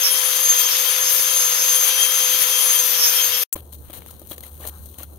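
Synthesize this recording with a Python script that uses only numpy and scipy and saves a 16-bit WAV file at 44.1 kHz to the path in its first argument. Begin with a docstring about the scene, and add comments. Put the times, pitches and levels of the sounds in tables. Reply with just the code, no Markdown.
"""Grit roars under an angle grinder's disc on a concrete ledge outdoors: filtered noise, with ringing disc modes.
Motor and gears whine as gliding sines. It is cut off; after a short silence bright ticks stutter on the left.
Then wet mortar is stirred in a plastic bucket: grainy noise, snaps, wall modes and ringing air pops.
A far engine idles as a wavering harmonic drone over street murmur; low wind noise runs under everything.
Two microphone ports hear the treble very differently."""
import sys
import numpy as np
from scipy import signal
from scipy.fft import rfft, irfft, next_fast_len
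from scipy.io import wavfile
from scipy.ndimage import uniform_filter1d

SR = 44100
rng = np.random.default_rng(int(sys.argv[2]) if len(sys.argv) > 2 else 0)


def file_out(sig):
    """Save sig as 16-bit WAV at sys.argv[1]."""
    # one column per channel
    cols = np.atleast_2d(sig).T
    # limit, then scale
    lim = np.clip(cols, -1, 1)
    pcm = np.round(lim * 32767).astype(np.int16)
    wavfile.write(sys.argv[1], SR, pcm)


def how_loud(loudness_db):
    """Turn decibels into a plain amplitude multiplier (0 dB gives 1, 20 dB gives 10)."""
    steps = np.asarray(loudness_db, float) / 20
    return 10 ** steps


N = 228556

# pressure of disc on concrete, as grit in 3.3-4.8 kHz: start_s, level_db
BITE = [(0.0, -31.5), (0.06, -32), (2.3, -31), (2.69, -31.5), (2.7, -30.5), (2.96, -32.5), (3.2, -32),
        (3.43, -33)]
# grit roar colour: freq_hz, left_rel_db_per_hz, right_rel_db_per_hz
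GRIT = [(40, -100, -102), (100, -83, -93.5), (263, -79, -83.5), (342, -96, -101.5), (487, -66, -71.5),
        (770, -70.5, -74), (1307, -60.5, -68.5), (1940, -61, -84.5), (3050, -57.5, -67.5),
        (3530, -56, -62.5), (3920, -60.5, -74), (4990, -61.5, -59.5), (5350, -67, -75), (6200, -53.5, -63),
        (7280, -66.5, -61.5), (7960, -75.5, -80.5), (8850, -60.5, -105.5), (9140, -61, -78),
        (12400, -52.5, -63), (14200, -60, -74), (15500, -65, -63.5)]
# grit shared by the ports: freq_hz, likeness_0_to_1
GRIT_ALIKE = [(60, 0.74), (400, 0.47), (1000, 0.5), (2500, 0.38), (6000, 0.18), (15000, 0.07)]
# disc modes: pitch_hz
DISC_HZ = [3187, 2622, 5486, 6383, 4899, 10153, 10324, 9662, 8921, 9096, 13245, 14733]
# modes that swell together: family_index
DISC_FAMILY = [0, 0, 1, 2, 2, 3, 3, 3, 4, 3, 4, 4]
# the same modes: pole_width_hz, level_in_family_db, left_minus_right_db, left_lead_rad
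DISC_MODES = [(15, 0, 10, 1.34), (20, -16, 19.5, 10), (18, 1.5, -12, 3.5), (25.2, 2, 2, 1.4),
              (39, -26.5, 16.5, -0.7), (30, 3, 16.5, -0.5), (28, 1.5, 6.5, 4.5), (14, -10, 29.5, 2.5),
              (22, -15.5, 34, -7), (24, -12.5, 32, 7), (20, 1.5, 16.5, 2.5), (29.3, -7.5, -8, -1)]


def disc():
    """Grit under the rim roars and keeps the modes of the disc ringing unevenly."""
    grit_db = in_time(BITE)[0]
    family_gain = squeals()
    grit = at_ports(gritty(0.94, 140), GRIT, GRIT_ALIKE, patchy_db=1.2)
    middle_band = signal.butter(4, [3300, 4800], "band", fs=SR, output="sos")
    middle = signal.sosfilt(middle_band, grit.mean(axis=0))
    out = how_loud(grit_db) * grit / middle.std()
    t = np.arange(N) / SR
    for hz, family, mode in zip(DISC_HZ, DISC_FAMILY, DISC_MODES):
        pole_width_hz, level_db, side_db, lead_rad = mode
        r = np.exp(-np.pi * pole_width_hz / SR)
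        noise = [1, 1j] @ rng.standard_normal((2, N))
        swing = signal.lfilter([1], [1, -2 * r, r * r], noise)
        # even out the random swing so that the squeal levels set the loudness
        swing = swing / np.abs(swing) ** .55
        swing_rms = np.sqrt(np.mean(np.abs(swing) ** 2) / 2)
        wave = swing / swing_rms * np.exp(2j * np.pi * hz * t)
        out = out + family_gain[family] * how_loud(level_db) * placed(wave, side_db, lead_rad)
    return out


# ringing of each mode family between squeals: rest_db
FAMILY_REST_DB = [-43.5, -43.5, -38, -43.5, -41.5]
# a family catches on the rim, one list per family: middle_s, peak_db, length_s
SQUEALS = [
    [(.13, -32, 0.48), (.67, -33, 0.26), (.89, -27.5, 0.056), (1.29, -39, 0.11), (1.8, -39, 0.24),
     (2.02, -26, 0.21), (2.32, -37, 0.11), (2.56, -29.5, 0.3), (2.77, -24, .06), (3.2, -25.5, 0.074),
     (3.36, -29, 0.11)],
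    [(.07, -23, 0.046), (.72, -39.5, 0.18), (1.6, -30.5, 0.056), (1.98, -43.5, 0.023), (3.03, -20.5, 0.13),
     (3.18, -28, .06), (3.36, -40, 0.12)],
    [(.5, -16.5, 0.17), (1.03, -27.5, 0.074), (1.4, -23.5, 0.69), (1.79, -22, 0.15), (2.03, -11, 0.017),
     (2.17, -20.5, 0.078), (2.28, -19, 0.046), (2.55, -29.5, .25), (2.71, -17, 0.056), (2.8, -22.5, 0.049),
     (3.08, -22, 0.099), (3.23, -25, 0.044)],
    [(.19, -35, .1), (.44, -40, 0.14), (1.76, -26.5, 0.056), (2.03, -33.5, 0.24), (2.42, -27, 0.018),
     (2.63, -33.5, 0.3), (2.77, -40.5, 0.038), (2.87, -42.5, 0.014)],
    [(.19, -35.5, .12), (.63, -44, 0.27), (1.25, -46, 0.065), (1.76, -35, .05), (2.42, -35, 0.045),
     (2.76, -29.5, 0.019), (2.87, -38, 0.03), (3.12, -32.5, 0.49), (3.43, -32, 0.026)],
]


def squeals():
    """Gain of each mode family: an unsteady rest, raised by squeals that swell and fade evenly."""
    edge_fall_db, rest_waver_db = 13, 5.5   # fall from middle to ends; unrest
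    t = np.arange(0, N + 100, 100) / SR
    gains = []
    for rest_db, events in zip(FAMILY_REST_DB, SQUEALS):
        swells = sum(how_loud(peak_db - edge_fall_db * np.abs(t - middle_s) / (length_s / 2))
                     for middle_s, peak_db, length_s in events)
        rest = how_loud(rest_db + rest_waver_db * drift(11.0))
        gains.append(rest + np.interp(np.arange(N) / SR, t, swells))
    return gains


# the motor slows under load: start_s, mesh_hz
MOTOR = [(0, 6160), (.3, 6085), (.6, 6035), (.85, 6070), (1.1, 6130), (1.3, 6110), (1.5, 6060), (1.7, 6095),
         (2.05, 6060), (2.35, 6100), (2.55, 6040), (2.8, 6015), (3.1, 6000), (3.43, 5960)]
# gear whine: start_s, mesh_db, twice_mesh_db
WHINE = [(0, -32, -40), (.5, -35, -32), (1, -34, -35), (1.4, -38, -46), (1.6, -30.5, -43), (2, -29.5, -40),
         (2.45, -36, -40), (2.6, -32.5, -34), (3, -30.5, -26), (3.43, -55, -29.5)]
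# whine at the ports, mesh then twice mesh: left_minus_right_db, left_lead_rad
WHINE_SIDE = [(4, 0.38), (12, 0.28)]
# slow shaft tones: turns_per_rotor_turn, left_db, right_db, left_lead_rad
SHAFTS = [(0.305, -63, -64, 0.49), (1, -44, -41, 0.37), (1.999, -47, -50.5, 0.27)]


def motor():
    """Rotor and spindle hum; the pinion teeth whine at the mesh rate and its double."""
    pinion_teeth = 12
    mesh_hz = uniform_filter1d(in_time(MOTOR)[0], size=4000)
    whine_db = in_time(WHINE)
    mesh_rad = 2 * np.pi * np.cumsum(mesh_hz) / SR
    out = 0
    for k, (side_db, lead_rad) in enumerate(WHINE_SIDE):
        gain = np.sqrt(2) * how_loud(whine_db[k] + 2.0 * drift(23))
        out = out + gain * placed(np.exp(1j * (k + 1) * mesh_rad), side_db, lead_rad)
    for turns, left_db, right_db, lead_rad in SHAFTS:
        gain = how_loud((left_db + right_db) / 2 + 0.41 * turns * drift(3.1))
        tone = gain * np.exp(1j * turns * mesh_rad / pinion_teeth)
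        out = out + np.sqrt(2) * placed(tone, left_db - right_db, lead_rad)
    return out


def ticks():
    """Bright hard ticks at an even pace, each weaker, close enough to overload the left port alone."""
    start_s, gap_s, decay_s = 3.5282, .00346, .0004
    first_db, loss_db = 0, 2
    edge_db, edge_loss_db = -3, 8   # full-band edge, dying faster
    k = np.arange(6)
    s = start_s + gap_s * k
    db = first_db - loss_db * k
    crack = 2.5 * spikes(s, db) + .8 * bursts(s, db, decay_s) * rng.standard_normal(N)
    bright_band = signal.butter(5, (7200, 16500), "band", fs=SR, output="sos")
    bright = signal.sosfilt(bright_band, crack)
    edges = spikes(s, edge_db - edge_loss_db * k ** 2)
    return (bright + edges) * [[1], [0]]


# trowel sliding through mortar: start_s, sand_db, body_db
STIR = [(3.55, -61, -61), (3.63, -54, -69), (3.8, -50.5, -71), (3.93, -49, -55), (4.25, -52, -64),
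        (4.4, -49, -62), (4.85, -46, -63), (5.18, -54, -69)]
# hard pushes of the trowel: start_s, end_s, sand_start_db, sand_end_db, body_peak_db
STROKES = [(3.554, 3.613, -37.5, -53, -42.5), (3.721, 3.766, -37, -51, -56), (3.903, 3.915, -33, -44, -45),
           (3.928, 3.996, -40, -43.5, -49), (4.07, 4.156, -50, -58, -74), (4.283, 4.311, -53, -31, -66),
           (4.307, 4.357, -34, -46, -43), (4.426, 4.494, -43, -51, -52), (4.606, 4.67, -51.5, -37, -38),
           (4.664, 4.7, -34, -31.5, -47.5), (4.981, 4.997, -37, -35, -46.5), (4.993, 5.05, -45.5, -47, -51)]
# sand grains and air pockets that snap: start_s, sand_db, body_db, bucket_knock_db
SNAPS = [(3.5615, -48, -28.5, -29), (3.728, -42, -44, -68), (3.899, -42, -54, -34), (3.9365, -54, -49, -50),
         (4.0204, -61, -39, -51), (4.062, -39.5, -41, -49), (4.1094, -38, -58, -58),
         (4.1954, -34.5, -64, -53), (4.2172, -41, -48, -36), (4.272, -34.5, -54, -49),
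         (4.3132, -32, -44, -29), (4.381, -30, -35, -39.5), (4.4064, -33, -44, -49), (4.602, -45, -54, -37),
         (4.672, -33.5, -46, -56), (4.6963, -48, -48, -43), (4.858, -30.5, -58, -45),
         (4.9422, -44, -50, -59), (4.985, -36, -53, -42), (5.0084, -45, -50, -37), (5.032, -23.5, -47, -55),
         (5.1385, -45, -69, -61)]
# sand hiss colour: freq_hz, left_rel_db_per_hz, right_rel_db_per_hz
SAND = [(2930, -29, -32), (4125, -4, -16), (5000, -23, -23), (6580, -3.5, -10), (7700, -14.5, -48),
        (8700, 2.5, -60), (10200, 0, -68), (11400, -9, -6), (11930, 7.5, -7), (13400, 1.5, -15),
        (15700, 3, -13)]
# wet body colour: freq_hz, left_rel_db_per_hz, right_rel_db_per_hz
BODY = [(190, -2, -16), (504, 6, 7.5), (1180, 1, -2), (2000, -4, -6.5), (2480, -5.5, -6), (3230, 2, 4),
        (4200, -7, -33), (4800, -21, -19), (6960, -32, -59)]
# noise shared by the ports, also in the street: freq_hz, likeness_0_to_1
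STIR_ALIKE = [(60, 0.83), (300, 0.87), (700, 0.18), (1400, 0.067), (3000, 0.12), (12000, 0.15)]
# bucket wall modes: pitch_hz, level_rel_db, t60_s
BUCKET = [(330, -2.5, 0.045), (575, 3, 0.018), (1224, -19, 0.07), (3300, -22, 0.027)]


def mortar():
    """Sand hisses and snaps along the blade; wet mass squelches and knocks the bucket wall."""
    sand_db, body_db = in_time(STIR)
    sand_gain, body_gain = how_loud(sand_db), how_loud(body_db)
    t = np.arange(N) / SR
    for start_s, end_s, first_db, last_db, wet_db in STROKES:
        # a stroke bites at once and lets go fast
        edge = np.clip(np.minimum((t - start_s) / 0.0036, (end_s - t) / 0.013), 0, 1)
        swell = edge * how_loud(np.interp(t, [start_s, end_s], [first_db, last_db]))
        sand_gain = sand_gain + swell
        body_gain = body_gain + swell * how_loud(wet_db - max(first_db, last_db))
    s, snap_db, wet_db, knock_db = np.transpose(SNAPS)
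    sand_gain = sand_gain + bursts(s, snap_db, 0.0021)
    body_gain = body_gain + bursts(s, wet_db, .0012)
    grains = crackle(150, spread_db=1.5)
    sand = sand_gain * rms_one(at_ports(grains, SAND, STIR_ALIKE, patchy_db=1.0))
    body = body_gain * rms_one(at_ports(grains, BODY, STIR_ALIKE, patchy_db=1.5))
    strength_db = rng.normal(0, 0.89, (len(SNAPS), len(BUCKET)))
    knocks = 0
    for k, (hz, level_db, t60_s) in enumerate(BUCKET):
        clicks = spikes(s, knock_db + level_db + strength_db[:, k])
        knocks = knocks + ring(clicks, hz, t60_s)
    # a low thud as the stirring sets in
    thud_s, thud_db, thud_hz, thud_t60_s = 3.554, -25.5, 81.4, 0.059
    thud = ring(spikes([thud_s], [thud_db]), thud_hz, thud_t60_s)
    return sand + body + knocks + thud


# air pockets that pop as the mortar lets go: start_s, pitch_hz, level_before_swell_db
POPS = [(3.554, 1030, -28), (3.575, 730, -40), (4.020, 2210, -37), (4.09, 1320, -37), (4.316, 3320, -16),
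        (4.436, 2050, -27.5), (4.602, 1053, -37), (4.640, 1820, -26.5), (4.995, 1100, -41),
        (5.033, 1395, -33)]


def pops():
    """Each pocket swells quickly and rings some cycles at its own pitch."""
    cycles_to_60_db, swell_s = 32, 0.0026
    s, hz, db = np.transpose(POPS)[:, :, None]
    t = np.arange(SR // 10) / SR
    decay = how_loud(db - 60 * t * hz / cycles_to_60_db)
    swell = 1 - np.exp(-t / swell_s)
    waves = decay * swell * np.sin(2 * np.pi * hz * t)
    out = np.zeros(N + SR)
    for start, wave in zip((s[:, 0] * SR).astype(int), waves):
        out[start:start + len(wave)] += wave
    return out[:N]


# engine orders: multiple_of_idle, level_rel_db
IDLE_ORDERS = [(1, 4), (1.67, -14), (2.5, -16.5), (3, -25), (3.326, -19)]
# the drone dips briefly: middle_s, depth_db, half_width_s
IDLE_DIPS = [(3.95, 8, 0.045), (4.15, 4, 0.021), (4.315, 10, .025), (4.495, 6, .025), (4.958, 24, 0.018)]


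def far_engine():
    """A wavering low drone: sines at multiples of the idle pitch, each slightly unsteady."""
    idle_hz, idle_db, waver_db = 73.3, -47, 2.5
    t = np.arange(N) / SR
    dips_db = sum(db * np.exp(-((t - s) / width_s) ** 2) for s, db, width_s in IDLE_DIPS)
    level_db = idle_db + waver_db * drift(3.2) - dips_db
    orders = sum(how_loud(db + 1.5 * drift(40)) * np.sin(k * 2 * np.pi * idle_hz * t + 0.38 * drift(10))
                 for k, db in IDLE_ORDERS)
    return np.sqrt(2) * how_loud(level_db) * orders


# murmur colour: freq_hz, left_rel_db_per_hz, right_rel_db_per_hz
STREET = [(60.4, 10, -1), (200, 0.5, 5), (504, 4, 2.5), (980, -4, -4), (1540, -8, -12), (2330, -41, -31),
          (5000, -31, -44), (15000, -38, -75)]


def street():
    """Dull murmur of the neighbourhood: coloured noise whose bands waver."""
    level_db = -53.5
    murmur = at_ports(rng.standard_normal((3, N)), STREET, STIR_ALIKE, patchy_db=5.0)
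    return how_loud(level_db) * rms_one(murmur)


# wind band: low_hz, high_hz
WIND_HZ = (42, 160)
# wind strength: start_s, level_db
GUSTS = [(0, -82), (.8, -78), (1.2, -72), (2.4, -66), (3.4, -60), (3.6, -53), (4.2, -53.5), (5.18, -54.5)]


def wind():
    """Lumpy low noise, its own at each port."""
    lumps = rng.standard_normal((2, N)) * how_loud(7.0 * np.array([drift(9), drift(9)]))
    low = signal.sosfilt(signal.butter(2, WIND_HZ, "band", fs=SR, output="sos"), lumps)
    return how_loud(in_time(GUSTS)[0]) * rms_one(low)


def rms_one(x):
    """Scale to rms 1 of the mean over channels."""
    return x / np.sqrt(np.mean(np.mean(np.atleast_2d(x), axis=0) ** 2) + 1e-20)


def in_time(rows):
    """Columns of a curve at every sample."""
    s, *columns = np.transpose(rows)
    return [np.interp(np.arange(N) / SR, s, c) for c in columns]


def drift(rate_hz):
    """Slow chance of rms 1: low-passed noise made at every 40th sample, then interpolated."""
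    r = np.exp(-80 * np.pi * rate_hz / SR)
    noise = rng.standard_normal(N // 40 + 2002)
    slow = signal.lfilter([1], [1, -2 * r, r * r], noise)[2000:]
    return np.interp(np.arange(N) / 40, np.arange(len(slow)), rms_one(slow))


def gritty(spread_db, rate_hz):
    """Three white noises whose short grains vary in strength together."""
    return rng.standard_normal((3, N)) * how_loud(spread_db * drift(rate_hz))


def crackle(per_s, spread_db):
    """Three white noises with sparse sharp grains of wet sand standing out of them."""
    sizes = how_loud(spread_db * np.minimum(rng.exponential(1, N), 3.0))
    hits = sizes * (rng.random(N) < per_s / SR)
    decay_s = 0.00049
    grains = signal.lfilter([1], [1, -np.exp(-1 / (decay_s * SR))], hits)
    return rng.standard_normal((3, N)) * (1 + 2.0 * grains)


def at_ports(three, spectrum, alike, patchy_db):
    """One shared and two private signals, coloured per port; each band flickers by itself."""
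    size = next_fast_len(N)
    log_hz = np.log(np.arange(size // 2 + 1) * SR / size + 1)
    points, like = np.array(spectrum, float), np.array(alike)
    share = np.clip(np.interp(log_hz, np.log(like[:, 0]), like[:, 1]), 0, 1)
    gain_db = [np.interp(log_hz, np.log(points[:, 0]), points[:, c], left=-150, right=points[-1, c])
               for c in (1, 2)]
    common, *own = rfft(three, size)
    both = how_loud(gain_db) * (np.sqrt(share) * common + np.sqrt(1 - share) * np.array(own))
    centres = np.log(np.geomspace(60, 16000, num=8))
    out = 0
    for k in range(len(centres)):
        band = np.interp(log_hz, centres, np.arange(len(centres)) == k)
        out = out + irfft(both * np.sqrt(band), size)[:, :N] * how_loud(patchy_db * drift(6.0))
    return out


def placed(wave, side_db, lead_rad):
    """A complex narrow tone reaches the two ports with a level and phase difference."""
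    level = how_loud(np.array([[.5], [-.5]]) * side_db)
    turn = np.exp(1j * lead_rad * np.array([[1], [0]]))
    return np.real(wave * level * turn)


def spikes(s, db):
    """One-sample clicks at the given times."""
    clicks = np.full(N, 1e-18)
    clicks[np.round(np.array(s) * SR).astype(int)] = how_loud(np.array(db))
    return clicks


def bursts(s, db, decay_s):
    """Envelope of sharp onsets that die away."""
    return signal.lfilter([1], [1, -np.exp(-1 / (decay_s * SR))], spikes(s, db))


def ring(clicks, hz, t60_s):
    """A unit click sets a decaying sine of starting height 1 ringing."""
    r, w = how_loud(-60 / (t60_s * SR)), 2 * np.pi * hz / SR
    return signal.lfilter([0, np.sin(w)], [1, -2 * r * np.cos(w), r * r], clicks + 1e-18)


# fade out and in: start_s, level_db
CUT = [(3.435, 0), (3.438, -24), (3.45, -38), (3.462, -55), (3.475, -90), (3.52, -90), (3.53, -40),
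       (3.555, 0)]


def scene():
    """The grinder until the silence, the bucket after it; wind under both, ticks outside the fade."""
    fade = how_loud(in_time(CUT)[0])
    first = np.arange(N) < 3.5 * SR   # switch inside the silence
    grinder = motor() + disc()
    bucket = mortar() + pops() + far_engine() + street()
    return fade * (np.where(first, grinder, bucket) + wind()) + ticks()


def roll_off(x):
    """The treble ends steeply here."""
    return signal.sosfilt(signal.butter(12, 17010, fs=SR, output="sos"), x)


def record(dry):
    """Peaks overload, then the top is cut."""
    cutoff_hz = 15760
    taps = signal.firwin(401, cutoff_hz, fs=SR)[None]
    overloaded = np.clip(dry, -1.3, 1.3)
    mix = signal.fftconvolve(overloaded, taps, "same", axes=1)
    return roll_off(mix)


dry = scene()
out = record(dry)
file_out(out)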